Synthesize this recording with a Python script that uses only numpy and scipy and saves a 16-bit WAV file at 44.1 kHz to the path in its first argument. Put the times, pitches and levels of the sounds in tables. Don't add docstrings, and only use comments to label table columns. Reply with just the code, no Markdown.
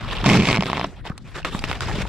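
import sys
import numpy as np
from scipy import signal
from scipy.io import wavfile
from scipy.ndimage import uniform_filter1d

SR = 44100
rng = np.random.default_rng(int(sys.argv[2]) if len(sys.argv) > 2 else 0)


def attenuation_scalar(level_db):
    decades = np.asarray(level_db, float) / 20
    return 10 ** decades


def materialize(psi):
    bounded = np.clip(np.atleast_2d(psi).T, -1, 1)
    quanta = np.round(bounded * 32767).astype(np.int16)
    wavfile.write(sys.argv[1], SR, quanta)


N = 91948

# t/s, level/dB
ROAR = [(.236, -32), (.256, -17.5), (.30, -38.5), (.37, -23), (.43, -24), (.455, -25), (.472, -22.5),
        (.505, -17.5)]
# t/s, peak level/dB
FAST_JERKS = [(.2595, -1.5), (0.2654, -3), (0.2738, -14), (0.2807, -9), (0.2883, 0), (0.2972, -1),
              (0.3061, -11.5), (0.3112, -8.4), (0.3159, -7), (0.3229, -14.5), (0.3314, -5), (0.335, -22),
              (0.341, -4.5), (0.348, -13), (0.3529, -17), (0.3569, -16), (0.3629, -14), (0.3698, -5),
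              (0.379, -21), (0.3877, -22), (0.3925, -14), (0.398, -8), (0.407, -12.5), (0.4204, -12),
              (0.4314, -17), (0.4365, -27), (0.445, -14), (0.4525, -7), (0.4699, -7.5), (0.474, -16),
              (0.4856, -2.5), (0.4922, -23)]
# t/s, peak level/dB
SLOW_JERKS = [(0.5, -13), (0.509, -11.5), (0.512, -9.5), (0.528, -6.5), (0.536, -18), (0.544, -12.5),
              (0.552, -13.5), (0.561, -12.5), (0.571, -10.5), (0.58, -17.5), (0.607, -12.5), (0.623, -12),
              (0.634, -17), (0.639, -27), (0.657, -17.5), (0.665, -20), (0.699, -16), (0.716, -21.5),
              (0.73, -12), (0.743, -29), (0.757, -26), (0.77, -16), (0.778, -19), (0.782, -37),
              (0.795, -16), (0.812, -17), (0.829, -44), (0.842, -17.5), (0.845, -18)]
# f/Hz, width/Hz, level/dB
SHEET_RESONANCES = [(670, 189, -3), (1106, 287, -4), (2230, 375, 0.5), (3180, 930, -5), (4250, 1130, -6),
                    (6450, 2900, -13.5)]
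# t/s, level/dB
TENSION = [(.225, -27), (.265, -15), (.40, -14), (.435, -20.5), (.462, -33), (.484, -18.5), (.57, -27),
           (.62, -30), (.86, -31.5), (.9, -42)]
# f/Hz, level/dB, t60/s
DRUM_MODES = [(106, -41, .08), (144, -5.5, 0.052), (174, -3.5, 0.044), (199.6, 1.5, 0.075),
              (275.5, 0, 0.056), (380, 2, 0.029)]
# t/s, peak level/dB, ring f/Hz, ring t60/s, crack top f/Hz
SNAPS = [(.242, -12.5, 922, 0.023, 3170), (1.053, -28, 854, 0.042, 1520), (1.099, -26.5, 747, 0.012, 2460),
         (1.179, -24.5, 4200, 0.012, 8000), (1.448, -11.5, 1300, 0.066, 3100),
         (1.549, -22, 1680, 0.017, 1560), (1.592, -20, 4540, 0.037, 6200),
         (1.64, -12.5, 2770, 0.0081, 3550), (1.698, -21.5, 3700, 0.014, 3070),
         (1.714, -12.5, 2540, 0.026, 3300), (1.729, -20, 2240, 0.016, 2560),
         (1.807, -14, 1435, 0.0062, 5430), (1.897, -22, 810, 0.084, 1500),
         (1.914, -22.5, 1830, 0.032, 1960), (2.053, -26.5, 950, 0.032, 1150)]
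# t/s, peak level/dB, f/Hz
TICKS = [(0.0258, -21.5, 1150), (0.0307, -27, 1390), (0.0381, -27, 1205), (0.046, -20.1, 1170),
         (0.0574, -26, 1068), (0.0661, -28, 1184), (0.0787, -21, 1076), (0.0905, -31, 3200),
         (0.1008, -16, 2600), (0.1108, -13, 3180), (0.116, -28, 3294), (0.1317, -20, 3220),
         (0.1574, -26, 3140), (0.1664, -13, 3294), (0.173, -15, 2710), (0.1766, -20.6, 1030),
         (0.1835, -18, 2906), (0.1966, -22, 3725), (0.2044, -31, 1070), (0.213, -14, 3280),
         (1.0569, -23, 1010), (1.0635, -21, 760), (1.0714, -19, 2800), (1.0866, -28, 2100),
         (1.348, -37, 1300), (1.3527, -37, 1170), (1.3664, -21.5, 1744), (1.3827, -22, 1076),
         (1.388, -27, 3337), (1.3916, -25, 1410), (1.398, -27, 747), (1.408, -50, 1916),
         (1.4182, -29, 1700), (1.4283, -23, 2400),
         (0.593, -21, 2070), (1.47, -27, 1130), (1.479, -28, 1162), (1.522, -23, 2740),
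                  (1.5335, -25.5, 2900), (1.543, -19.5, 1140), (1.621, -32, 830), (1.646, -38, 2200),
                  (1.693, -17, 2750), (1.749, -26, 1980), (1.819, -34, 1313), (1.832, -17, 1260),
                  (1.857, -19, 4543), (1.883, -16, 900), (1.888, -31, 1227), (1.937, -25, 2090),
                  (1.959, -29, 2734), (1.978, -25, 1080), (2.019, -36, 1790), (2.036, -30, 1000)]
# t/s, peak level/dB, f/Hz, decay/cycles
THUMPS = [
    (0.5879, -12, 187, 18.6),
    (1.102, -15.5, 165, 3.5),
    (1.548, -15, 187, 6),
    (1.639, -19.5, 268, 4.5),
    (1.701, -18.5, 134, 2.5),
    (1.864, -16.5, 119, 2.1),
    (1.941, -16, 135, 3.5),
    (1.984, -11.5, 227, 1.6),
    (2.008, -15, 90.5, 1.8),
]
# start t/s, length/s, level/dB, grip share/0-1
SLIDES = [(-.08, 0.24, -39.5, 1), (0.049, 0.18, -34.5, 1), (0.234, 0.13, -23, 0.03),
          (0.393, 0.16, -27, 0.02), (0.638, 0.067, -29, 0.96), (0.677, 0.17, -34.5, 1),
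          (0.579, 0.073, -37, 0.05), (0.956, 0.036, -50, 1), (1.038, 0.039, -37, 1),
          (1.231, 0.095, -48, 0.01), (1.337, .055, -34, 0), (1.491, 0.093, -31, 0.39), (1.6, .03, -37, .1),
          (1.662, 0.057, -36, 0), (1.828, 0.13, -36, 0), (1.935, 0.09, -36, 0), (2, 0.059, -53, 0)]
# start t/s, level/dB, decay/s
SHIVERS = [
    (0.862, -41, 0.042),
    (1.177, -42.5, 0.0066),
    (1.449, -25.5, 0.038),
    (1.636, -33.5, 0.053),
    (1.729, -35, 0.076),
    (1.808, -32, 0.22),
]
# f/Hz, density level/dB per Hz
LOOSE_SPECTRUM = [(250, -3.5), (460, -3.5), (700, -5.5), (2000, -6), (4000, -13.5), (8000, -23.5),
                  (12500, -94), (15500, -57)]
# f/Hz, density level/dB per Hz
GRIPPED_SPECTRUM = [(250, 1.5), (980, 4), (1800, 0), (3250, 0.5), (4600, -12), (7000, -20.5), (12000, -62),
                    (15500, -57)]
# lag/s, left level/dB, right level/dB
ECHOES = [(.0011, -24.5, -27.5), (.0023, -21, -24.5), (.0047, -13.5, -28)]
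# f/Hz, correlation/-1 to 1
LIKENESS = [(30, -.1), (70, .2), (150, .95), (1000, .85), (2500, .9), (5000, .35), (10000, -.1)]
# t/s, level/dB
GUSTS = [
    (0, -28),
    (.2, -32.5),
    (.4, -57),
    (.6, -74),
    (.95, -41.5),
    (1.3, -40),
    (1.6, -32.5),
    (1.8, -32),
    (2.0, -28),
    (2.085, -30.5),
]
# f/Hz, density level/dB per Hz
WIND_SPECTRUM = [(20, -5.5), (45, -0.5), (85, -5), (150, -9.5), (350, -25)]
# f/Hz, density level/dB per Hz
SITE_SPECTRUM = [(200, -15.5), (490, -10.5), (1000, -7.5), (2500, -14), (5800, -26.5), (15500, -53)]

JERK_S, JERK_GAIN_DB, JERK_SPIKE = 0.00065, -1, 2.39
LOW_GROWS_DB_PER_S = 26.5
FAST_GAIN_DB, FAST_SMEAR_HZ = 2, 132
ROAR_SHARE, ROAR_GAIN_DB = 0.28, 10.5
COLOUR_SPREAD_DB, TEAR_TOP_HZ, DRUM_NOISE = 0.5, 5820, 0.4
SNAP_SPIKE, RING_KICK, CRACK_T60_S = 4.5, 7, 0.012
SNAP_CRACK_DB, SNAP_RING_DB, SNAP_AIR_HZ = 10.5, -0.5, 11000
TICK_S, TICK_WIDTH, TICK_BROAD = 0.001, 1.154, 0.72
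TICK_GAIN_DB, TICK_TOP_HZ = -5.5, 5200
THUMP_SOFT_HZ = 900
GRAINS_PER_S, GRAIN_SPREAD_DB, CLUMP_DB, RUSTLE_PATCH_DB = 1800, 4.5, 3.5, 2.2
SLIDE_RISE, SLIDE_FALL_S = 0.45, 0.014
LEFT_LAG, PORT_SPLIT_HZ, PORT_SPLIT_DB, LOW_SIDE_DB = 2, 4500, -4.0, -21
WIND_LEFT_DB, SITE_DB = 1.5, -50.5
RIGHT_LIFT_DB, RIGHT_LIFT_HZ, TOP_HZ = 7.0, 10000, 15950


def rms_one(x):
    return x / np.sqrt(np.mean(x ** 2) + 1e-20)


def in_time(rows):
    t, level_db = np.transpose(rows)
    return np.interp(np.arange(N) / SR, t, level_db, left=-90, right=-90)


def at_hz(points, hz):
    f, value = np.transpose(points)
    return np.interp(np.log(hz), np.log(f), value)


def drift(rate_hz):
    r = np.exp(-2 * np.pi * rate_hz / SR)
    wander = signal.lfilter([1], [1, -2 * r, r * r], rng.standard_normal(N + 9000))
    return rms_one(wander[9000:])


def ring(x, hz, t60):
    r, w = attenuation_scalar(-60 / (t60 * SR)), 2 * np.pi * hz / SR
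    return signal.lfilter([0, np.sin(w)], [1, -2 * r * np.cos(w), r * r], x + 1e-18)


def cut(x, hz, kind, order=2):
    return signal.sosfilt(signal.butter(order, hz, kind, fs=SR, output="sos"), x)


def clicks(s, db):
    out = np.zeros(N)
    np.add.at(out, (np.asarray(s) * SR).astype(int), attenuation_scalar(db))
    return out


def banded(spectrum, patchy_db, rate_hz, source):
    lowest, highest = spectrum[0][0], spectrum[-1][0]
    edges = np.geomspace(lowest, highest, int(2 * np.log2(highest / lowest)) + 2)
    out = 0
    for k, (low, high) in enumerate(zip(edges, edges[1:])):
        mid, side = cut(source[k % 2], [low, high], "band")
        hz = np.sqrt(low * high)
        alike = np.clip(at_hz(LIKENESS, hz), -1, 1)
        gain = attenuation_scalar(at_hz(spectrum, hz) + patchy_db * drift(rate_hz))
        out = out + gain * (np.sqrt(1 + alike) * mid + np.sqrt(1 - alike) * side * [[1], [-1]])
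    return rms_one(out)


def fracture():
    fast_s, fast_db = np.transpose(FAST_JERKS)
    s, db = np.transpose(SLOW_JERKS)
    noise = rng.standard_normal(N)
    noise[(s * SR).astype(int)[:, None] + int(JERK_S * SR) + np.arange(5)] = JERK_SPIKE
    fast = cut(clicks(fast_s, fast_db + FAST_GAIN_DB), FAST_SMEAR_HZ, "low", order=1)
    roar = ROAR_SHARE * noise * attenuation_scalar(in_time(ROAR) + ROAR_GAIN_DB)
    decay = np.exp(-1 / (JERK_S * SR))

    def bursts(extra_db):
        hits = fast + clicks(s, db + extra_db + JERK_GAIN_DB)
        envelope = signal.lfilter([np.e * (1 - decay)], [1, -2 * decay, decay ** 2], hits)
        return noise * envelope + roar

    high, low = bursts(0), bursts(LOW_GROWS_DB_PER_S * (s - s[0]))
    crack = 0
    for k, (hz, width_hz, peak_db) in enumerate(SHEET_RESONANCES):
        r, w = np.exp(-np.pi * width_hz / SR), 2 * np.pi * hz / SR
        zeros, poles = [(1 - r * r) / 2, 0, (r * r - 1) / 2], [1, -2 * r * np.cos(w), r * r]
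        gain = (-1) ** k * attenuation_scalar(peak_db + 5.5 + COLOUR_SPREAD_DB * drift(53.0))
        crack = crack + gain * signal.lfilter(zeros, poles, (low if k < 2 else high) + 1e-18)
    return cut(crack, TEAR_TOP_HZ, "low", order=3)


def drumming():
    fast_s, s = np.transpose(FAST_JERKS)[0], np.transpose(SLOW_JERKS)[0]
    pushes = clicks(fast_s, 0 * fast_s) + clicks(s, 0 * s)
    push = rms_one(pushes) + DRUM_NOISE * rng.standard_normal(N)
    drum = -sum(attenuation_scalar(db) * ring(push, hz, t60) for hz, db, t60 in DRUM_MODES)
    level = np.sqrt(uniform_filter1d(drum ** 2, size=1800) + 1e-9)
    return cut(drum / level * attenuation_scalar(in_time(TENSION)), 474, "low")


def snaps():
    out, t = np.zeros(N + SR), np.arange(SR // 8) / SR
    for s, db, hz, t60, top_hz in SNAPS:
        crack, tone = rng.standard_normal((2, len(t)))
        crack[:3], tone[0] = -SNAP_SPIKE, RING_KICK
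        crack = cut(crack * attenuation_scalar(-60 * t / CRACK_T60_S), 480, "high")
        crack = cut(crack, top_hz, "low", order=3)
        tone = cut(tone * attenuation_scalar(-60 * t / t60), [hz * .985, hz * 1.04], "band", order=1)
        crack = attenuation_scalar(SNAP_CRACK_DB) * crack / np.abs(crack).max()
        tone = attenuation_scalar(SNAP_RING_DB) * tone / np.abs(tone).max()
        i = int(s * SR)
        out[i:i + len(t)] += attenuation_scalar(db) * (crack + tone) / 2
    return cut(out[:N], SNAP_AIR_HZ, "low")


def ticks():
    out, t = np.zeros(N + SR), np.arange(SR // 50) / SR
    for s, db, hz in TICKS:
        noise = rng.standard_normal(len(t)) * t * np.exp(-t / TICK_S)
        pitched = rms_one(cut(noise, [hz / TICK_WIDTH, hz * TICK_WIDTH], "band"))
        burst = pitched + TICK_BROAD * rms_one(cut(noise, [500, 5500], "band"))
        i = int(s * SR)
        out[i:i + len(t)] += attenuation_scalar(db + TICK_GAIN_DB) * burst / np.abs(burst).max()
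    return cut(out[:N], TICK_TOP_HZ, "low", order=5)


def thumps():
    out = 0
    for s, db, hz, cycles in THUMPS:
        sign = 1 if 1 < s < 1.8 else -1
        out = out + sign * ring(clicks([s], [db + 2.5]), hz, cycles / hz)
    return cut(out, THUMP_SOFT_HZ, "low")


def nearby(x):
    low = cut(x, PORT_SPLIT_HZ, "low", order=1)
    split = attenuation_scalar(PORT_SPLIT_DB) * np.roll(cut(x, PORT_SPLIT_HZ, "high"), 23)
    split = split + attenuation_scalar(LOW_SIDE_DB) * cut(np.roll(x, 60), 400, "low")
    out = np.array([np.roll(low, LEFT_LAG) + x - low + split, x - split])
    for lag, left_db, right_db in ECHOES:
        out += attenuation_scalar([[left_db], [right_db]]) * cut(np.roll(x, int(lag * SR)), [500, 6000], "band")
    return out


def rustle():
    clump = attenuation_scalar(CLUMP_DB * drift(45.0))
    born = rng.random((2, 1, N)) < GRAINS_PER_S * clump / SR
    size = attenuation_scalar(GRAIN_SPREAD_DB * np.minimum(rng.exponential(1, (2, 1, N)), 4))
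    grains = (born * size + 1.05) * rng.standard_normal((2, 2, N)) * np.sqrt(clump)
    t, gripped, loose = np.arange(N) / SR, 0, 0
    for s, length, db, grip in SLIDES:
        rise = np.clip((t - s) / (SLIDE_RISE * length), 0, 1) ** 2
        fall = np.exp(-2 * np.maximum(t - s - length, 0) / SLIDE_FALL_S)
        power = attenuation_scalar(2 * db) * rise * fall
        gripped, loose = gripped + grip * power, loose + (1 - grip) * power
    for s, db, decay in SHIVERS:
        loose = loose + (t >= s) * attenuation_scalar(2 * db) * np.exp(-2 * np.abs(t - s) / decay)
    hiss = banded(GRIPPED_SPECTRUM, RUSTLE_PATCH_DB, 36.0, grains)
    airy = banded(LOOSE_SPECTRUM, RUSTLE_PATCH_DB, 17.7, grains[::-1])
    return np.sqrt(gripped) * hiss + np.sqrt(loose) * airy


def wind():
    level = attenuation_scalar(in_time(GUSTS) + WIND_LEFT_DB * np.array([[1], [-1]]))
    return level * banded(WIND_SPECTRUM, 3.3, 5.3, rng.standard_normal((2, 2, N)))


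def site_hum():
    return attenuation_scalar(SITE_DB) * banded(SITE_SPECTRUM, 8.8, 11.2, rng.standard_normal((2, 2, N)))


def scene():
    background = wind() + site_hum()
    sheet = fracture() + drumming() + snaps() + ticks() + thumps()
    return nearby(sheet) + rustle() + background


def band_limit(x):
    return signal.sosfilt(signal.butter(12, 15920, fs=SR, output="sos"), x)


def record(dry):
    right = dry[1] + (attenuation_scalar(RIGHT_LIFT_DB) - 1) * cut(dry[1], RIGHT_LIFT_HZ, "high")
    rounded = 0.84 * np.tanh(np.array([dry[0], right]) / 0.67)
    top = signal.cheby2(12, 60, TOP_HZ, fs=SR, output="sos")
    mix = signal.sosfilt(top, cut(rounded, 17, "high"))
    return band_limit(mix)


dry = scene()
out = record(dry)
materialize(out)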